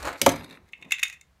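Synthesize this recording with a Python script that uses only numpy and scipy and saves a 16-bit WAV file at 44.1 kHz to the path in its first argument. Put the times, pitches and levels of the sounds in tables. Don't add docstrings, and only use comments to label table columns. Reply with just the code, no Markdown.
import sys
import numpy as np
from scipy import signal
from scipy.fft import rfft, irfft
from scipy.io import wavfile
from scipy.ndimage import uniform_filter1d

SR = 44100
rng = np.random.default_rng(int(sys.argv[2]) if len(sys.argv) > 2 else 0)


def dump(signal):
    limited = np.clip(np.atleast_2d(signal).T, -1, 1)
    pcm = np.round(limited * 32767).astype(np.int16)
    wavfile.write(sys.argv[1], SR, pcm)


def invert_db(x):
    u = np.asarray(x, float) / 20
    return 10 ** u


N = 61739

# frequency in Hz, level in dB.
HUSH_SPECTRUM = [(90, -31), (140, -2.5), (300, -15), (1000, -15.5), (2200, -20.5), (5000, -27),
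                 (16000, -37)]
# frequency in Hz, level in dB.
RUMBLE_SPECTRUM = [(20, -23.5), (45, -8), (70, 3.0), (110, -14.5), (200, -20)]
# time in seconds, level in dB.
RUMBLE_LEVEL = [(0, -43.5), (.08, -47.5), (.2, -72), (.28, -45), (.4, -53.5), (.55, -74), (.63, -58.5),
                (.72, -71.5), (1.32, -64), (1.4, -70.5)]

# time in seconds, level in dB, brightness in dB.
DRAG_LEVEL = [(0, -46, -7), (.035, -39, -15), (.075, -29, -13.5), (.095, -32.5, -18.5), (.11, -36.5, -17),
              (.16, -42.5, -25.5), (.184, -62, -5), (.21, -51, -11.5), (.216, -62.5, -10.5)]
# frequency in Hz, level in dB.
DRAG_SPECTRUM = [(100, -16.5), (230, -17), (295, 4.5), (380, -8), (530, 1.5), (803, -3.5), (1340, -2),
                 (2600, -11.5), (4500, -29)]
# frequency in Hz, level in dB.
HISS_SPECTRUM = [(3000, -22.0), (4200, 1.5), (5400, -4.5), (7200, -1.5), (10000, -9.5), (15500, -13.5)]
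# start in seconds, level in dB, brightness in dB, contact in seconds.
RIDGE_CATCHES = [(0.0274, -36.5, 0, .004), (0.0472, -24, -17.5, .003), (.0523, -27, -5.5, .003),
                 (0.066, -24, -15, .003), (0.074, -24.5, -14, .003), (.083, -26.5, -14, .005),
                 (.092, -29.5, -13, .004), (0.102, -35, -14, .004), (0.1288, -34.5, -8.5, .007),
                 (0.175, -48.5, -2.5, .004), (0.182, -52, 2.5, .008), (0.194, -52, 2.5, .008)]
# frequency in Hz, level in dB.
SMALL_PART_RADIATION = [(300, -62.5), (800, -5.5), (1500, -4), (17000, -1.5)]

# start in seconds, level in dB, push in seconds.
SHELL_PUSHES = [
    (0.2144, -3.5, 0.002),
    (0.227, -17, 0.0012),
    (0.2629, 5, 0.00043),
    (0.2909, -18.5, 0.00086),
    (0.319, -48, 0.00043),
    (0.337, -19, 0.00031),
    (0.3597, -26.5, 0.00013),
    (.408, -33, 0.00073),
]
# frequency in Hz, level in dB, T60 in seconds.
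SHELL_MODES = [(104, -19.5, 0.12), (158.3, -20.5, 0.15), (237.8, -13.5, 0.08), (314, -11.5, 0.066),
               (362.5, -7, 0.049), (552, 0.5, 0.045), (701.5, -4, 0.046), (792, -8, 0.035),
               (904, 6.5, 0.018), (1133, -15.5, 0.061), (1197, -12, 0.049), (1318, -16, 0.059),
               (1691, -15.5, 0.043), (2290, -7.5, 0.023)]

# start in seconds, level in dB, metal ring level in dB, contact in seconds.
ARENA_KNOCKS = [
    (0.2155, -5.5, -14, 0.0038),
    (0.2624, -6.5, -26, 0.0053),
    (0.2906, -16, -21, .006),
    (.3174, -29, -38.5, 0.008),
    (0.3595, -35.5, -34, 0.0069),
]
# frequency in Hz, level in dB, T60 in seconds.
METAL_RING_MODES = [(4899, -21.5, 0.36), (6200, -7, 0.016), (8140, -6.5, 0.027), (7960, -15.5, 0.059),
                    (9050, -14, .07), (9100, -5, 0.025), (9800, -18, .06), (11300, -12.5, .03),
                    (11590, -12, 0.21), (11400, -16.5, .06), (12600, -12.5, 0.083), (13700, -21, .04)]
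# frequency in Hz, level in dB.
CRACK_SPECTRUM = [(150, -41), (500, -23.5), (1500, -3), (3000, 2.5), (5000, -5.5), (6200, 2), (7400, -4.5),
                  (9000, -3), (16000, -13)]

# time in seconds, level in dB.
RATTLE_LEVEL = [(.28, -34), (.36, -48), (.43, -52.5), (.47, -64), (.51, -55), (.56, -55), (.59, -85),
                (.7, -64)]
# frequency in Hz, level in dB.
RATTLE_SPECTRUM = [(100, -19), (300, -8), (1000, -10), (2200, -1.5), (3100, -20.5), (3900, -5.5),
                   (4800, -20.5), (16000, -33.5)]
# start in seconds, level in dB, upper band level in dB, contact in seconds.
LOOSE_TICKS = [(0.4087, -28.5, -7, 0.0046), (0.4347, -36.5, 1.7, 0.0031), (0.441, -36.5, 0.3, .002),
               (0.4439, -31, 6.5, 0.004), (0.46, -43, -0.5, .006), (0.4795, -41, -5, .003),
               (.492, -38.5, 0.6, .003), (0.4987, -36, 4, 0.003), (0.509, -32.5, 1.5, 0.004),
               (0.5265, -36, 2.5, 0.005), (0.5407, -40, -1.5, .004), (0.55, -40.5, -1.5, .008),
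               (0.573, -27.5, -16, .002)]
# frequency in Hz, level in dB.
TICK_LOW_SPECTRUM = [(700, -21.5), (1600, -3), (2300, 2.5), (2800, -4), (3200, -39), (16000, -41)]
TICK_HIGH_SPECTRUM = [(3000, -27.5), (3600, 1.5), (4200, -6.5), (4800, -20), (12000, -21), (16000, -38.5)]

# time in seconds, level in dB.
RUB_LEVEL = [(.4, -48.5), (.48, -53.5), (.56, -53), (.68, -71), (.77, -76), (.8, -61), (.86, -52),
             (.89, -56.5), (.91, -87)]
# frequency in Hz, level in dB.
RUB_SPECTRUM = [(59, -34.5), (110, -10.5), (165, -2.5), (350, -4.5), (520, -10.5), (788, -13), (1030, -9.5),
                (1600, -34), (3520, -68)]

# start in seconds, level in dB, brightness in dB, lean to upper modes in dB,
# contact in seconds.
PART_CLICKS = [
    (0.6884, -51.5, -8.5, -5.5, 0.0028),
    (0.724, -57.5, -1.5, -2.2, 0.005),
    (0.7331, -22, -32.5, 1.5, 0.003),
    (0.7765, -60, -8.5, -0.7, 0.0059),
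    (0.8139, -47, -12, 0.5, 0.0057),
    (0.8242, -29.5, -23.5, 1, 0.0057),
    (.8474, -39.5, -21, 2, 0.0063),
]
# start in seconds, level in dB, brightness in dB,
# lean to upper modes in dB, contact in seconds.
MORE_PART_CLICKS = [(0.9084, -23, -13.5, -5.5, 0.0044), (0.92, -7.5, -11.5, 2, 0.0033),
                    (0.923, -15, -7.5, -4.7, .003), (0.9302, -29, -18.5, 5, 0.002),
                    (.936, -32.5, -24, -10, 0.0014), (.9395, -26, -33, 9, .003), (0.9448, -20.5, -30, 5, 0.003),
                    (0.951, -35, -27.5, 5, .002), (0.9838, -21.5, -19.5, -2, 0.0021),
                    (0.9925, -21.5, -16, -4, 0.0029), (.9974, -30, -6.5, -3, 0.0027),
                    (1.0167, -38.5, -9.5, -3, 0.0054), (1.0292, -6, -18, 0.8, 0.003),
                    (1.0322, -9.5, -8.5, -1, 0.0043), (1.039, -21, -14, -3.6, .0015),
                    (1.0492, -24.5, -26, 2.5, 0.0014), (1.053, -25, -18.5, -7, .002),
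                    (1.067, -33, -14, -2, 0.0029), (1.081, -37, 0, 2, .004), (1.0978, -25, -12, -2, 0.0033),
                    (1.1264, -36, -8, 1.5, 0.0051), (1.132, -41, -8.5, 3, 0.0097),
                    (1.2114, -39.5, -5.5, -2.5, 0.003)]
# time in seconds, level in dB.
CHATTER_LEVEL = [(.72, -68.5), (.8, -64), (.86, -65), (.9, -52.5), (.93, -41), (.97, -50.5), (1.02, -47.5),
                 (1.05, -40.5), (1.14, -50), (1.2, -61.5)]
# frequency in Hz, level in dB, T60 in seconds.
PART_MODES = [(854, -28.5, 0.01), (1330, -22, 0.012), (1550, -20.5, 0.013), (1800, -18, 0.029),
              (1962, -2.5, 0.03), (2105, 3, .025), (2150, 1, 0.01), (2540, 4, 0.021), (2607, 3.5, 0.022),
              (2830, -13, 0.0049), (3460, -1.5, 0.0085), (3601, -7, 0.054), (3820, -13, 0.012),
              (4330, -19.5, 0.01)]
PART_TREBLE_MODES = [(6500, -11, 0.0017), (6930, 7.5, 0.0018), (7140, -10, 0.002), (8720, -7, 0.0022),
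                     (10750, -2, 0.0016)]
# frequency in Hz, level in dB.
PART_ROLLOFF = [(100, 0), (4200, 0), (5200, -14), (16000, -30)]

# frequency in Hz, T60 in seconds.
ROOM_DECAY = [(100, 0.59), (400, 0.21), (1500, 0.27), (4000, .22), (12000, 0.099)]


def evened(x):
    return x / np.sqrt(np.mean(x ** 2) + 1e-20)


def colour(x, points):
    f, value = np.transpose(points)
    hz = np.fft.rfftfreq(len(x), 1 / SR)
    gain_db = np.interp(np.log(hz + 1), np.log(f + 1), value, -90, -90)
    return irfft(rfft(x) * invert_db(gain_db), len(x))


def follow(rows, index=1):
    rows = np.array(rows)
    return np.interp(np.arange(N) / SR, rows[:, 0], rows[:, index], rows[0, index] - 20, -120)


def ring(drive, modes, rise_cycles=0.0073):
    t = np.arange(SR // 2) / SR
    body = np.zeros(len(t))
    for hz, db, t60_s in modes:
        decay = invert_db(db - 60 * t / max(t60_s, .002))
        swell = 1 - np.exp(-t * hz / rise_cycles)
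        body += decay * swell * np.sin(2 * np.pi * hz * t)
    return signal.fftconvolve(drive, body)[:N]


def contacts(rows, gains_db, spread_db):
    out, t = np.zeros(N + 800), np.arange(800) / SR
    luck = rng.random((len(rows), 800, 3))
    for row, db, (gate, size, sign) in zip(rows, gains_db, luck.transpose(0, 2, 1)):
        start_s, contact_s = row[0], row[-1]
        ticks = (gate < .25) * np.sign(sign - .5) * invert_db(spread_db * (size - 1))
        ticks[0] = 0.3
        shape = invert_db(-5.0 * t / contact_s - 2800 * np.maximum(t - contact_s, 0))
        at = round(start_s * SR)
        out[at:at + 800] += ticks * shape * invert_db(db)
    return out[:N]


def grains(per_s, spread_db):
    size = invert_db(spread_db * np.minimum(rng.exponential(1, N), 4))
    size = size * rng.choice([-1., 1.], N)
    return evened(size * (rng.random(N) < per_s / SR))


def floor():
    hush = evened(colour(rng.standard_normal(N), HUSH_SPECTRUM))
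    rumble = evened(colour(rng.standard_normal(N), RUMBLE_SPECTRUM))
    return invert_db(-69) * hush + rumble * invert_db(follow(RUMBLE_LEVEL))


def drag():
    slips, rows = grains(4000, spread_db=4.5), np.array(RIDGE_CATCHES)
    shell = evened(ring(slips, SHELL_MODES))
    body = evened(evened(colour(slips, DRAG_SPECTRUM)) + 0.04 * shell)
    hiss = evened(colour(slips, HISS_SPECTRUM))
    scrape = invert_db(follow(DRAG_LEVEL)) * (body + hiss * invert_db(follow(DRAG_LEVEL, index=2)))
    low = colour(contacts(rows, rows[:, 1], spread_db=8), DRAG_SPECTRUM)
    high = colour(contacts(rows, rows[:, 1] + rows[:, 2], spread_db=6), HISS_SPECTRUM)
    return scrape + colour(low, SMALL_PART_RADIATION) * invert_db(21) + high * invert_db(14)


def thuds():
    push = np.zeros(N)
    for start_s, db, push_s in SHELL_PUSHES:
        shape = np.sin(np.pi * np.clip((np.arange(200) + .5) / SR / push_s, 0, 1))
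        push[round(start_s * SR):][:200] += invert_db(db) * shape / shape.sum()
    return ring(push, SHELL_MODES, rise_cycles=4)


def knocks():
    flutter_db = 5
    rows = np.array(ARENA_KNOCKS)
    out = colour(contacts(rows, rows[:, 1], spread_db=7.5), CRACK_SPECTRUM) * invert_db(7.5)
    drive = contacts(rows, rows[:, 1] + rows[:, 2], spread_db=4.5)
    drive += grains(150, spread_db=3) * invert_db(follow(RATTLE_LEVEL) - 23)
    for mode in METAL_RING_MODES:
        turn = uniform_filter1d(uniform_filter1d(rng.standard_normal(N), size=300), size=300)
        out += ring(drive, [mode]) * invert_db(flutter_db * np.clip(evened(turn), -3, 1) - 12)
    return out


def lift():
    start_s, length_s = .266, .04
    low_hz, high_hz, level_db = 215, 366, -16
    part = np.clip((np.arange(N) / SR - start_s) / length_s, 0, 1)
    hz = low_hz + (high_hz - low_hz) * part ** 1.5
    swell = np.sin(np.pi * part ** 0.67) ** 1.1
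    return invert_db(level_db) * swell * np.sin(2 * np.pi * np.cumsum(hz) / SR)


def rattle():
    fine = colour(grains(5000, spread_db=3.5), RATTLE_SPECTRUM)
    sway = evened(uniform_filter1d(rng.standard_normal(N), size=300))
    lumps = invert_db(9.0 * np.tanh(sway))
    rows = np.array(LOOSE_TICKS)
    low = colour(contacts(rows, rows[:, 1], spread_db=8), TICK_LOW_SPECTRUM)
    high = colour(contacts(rows, rows[:, 1] + rows[:, 2], spread_db=8.5), TICK_HIGH_SPECTRUM)
    return invert_db(follow(RATTLE_LEVEL)) * evened(fine * (1 + .5 * lumps)) + (low + high) * invert_db(10)


def rub():
    return invert_db(follow(RUB_LEVEL)) * evened(colour(grains(1700, spread_db=4.0), RUB_SPECTRUM))


def clicks():
    grip_share = 0.018
    upper_hz = 2700
    rows = np.array(PART_CLICKS + MORE_PART_CLICKS)
    top = contacts(rows, rows[:, 1] + rows[:, 2], spread_db=4) * invert_db(-8.5)
    body = np.zeros(N)
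    for k in range(3):
        held = np.array(PART_MODES) * [1 + grip_share * (k - 1), 1, 1]
        some = rows[k::3]
        chatter = grains(400, spread_db=2.0)
        chatter *= invert_db(follow(CHATTER_LEVEL) - 6.5) / np.std(ring(chatter, held, rise_cycles=0.41))
        upper = abs(held[:, 0] - upper_hz) < upper_hz / 8
        for modes, lean in ((held[upper], 1), (held[~upper], -1)):
            hits = contacts(some, some[:, 1] + lean * some[:, 3], spread_db=14.5) * invert_db(-19.5)
            body += ring(hits + chatter, modes, rise_cycles=0.5)
        top = top + chatter * invert_db(-4)
    body = colour(body, PART_ROLLOFF)
    treble = ring(top, PART_TREBLE_MODES) + colour(top, CRACK_SPECTRUM) * invert_db(-5.0)
    return colour(body + treble, SMALL_PART_RADIATION)


def room(x):
    taps = np.zeros(SR // 2)
    at = np.arange(200, len(taps) - 20, 20)
    taps[at + rng.integers(0, 20, len(at))] = rng.choice([-1., 1.], len(at))
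    hz, t, z = signal.stft(taps, SR, nperseg=256)
    f, t60_s = np.transpose(ROOM_DECAY)
    decay = invert_db(-60 * t / np.interp(hz, f, t60_s)[:, None])
    tail = signal.istft(z * decay, SR, nperseg=256)[1]
    return signal.fftconvolve(x, tail / np.linalg.norm(tail))[:N]


def scene():
    near = drag() + thuds() + knocks() + lift() + rattle() + rub() + clicks()
    return (near + invert_db(-13) * room(near) + floor())[None]


def band_limit(x):
    return signal.sosfilt(signal.butter(12, 16800, fs=SR, output="sos"), x)


def record(dry):
    lowpass = signal.firwin(255, 15800, window=("kaiser", 9), fs=SR)
    mix = signal.oaconvolve(np.tanh(dry), lowpass[None], "same")
    return band_limit(mix)


dry = scene()
out = record(dry)
dump(out)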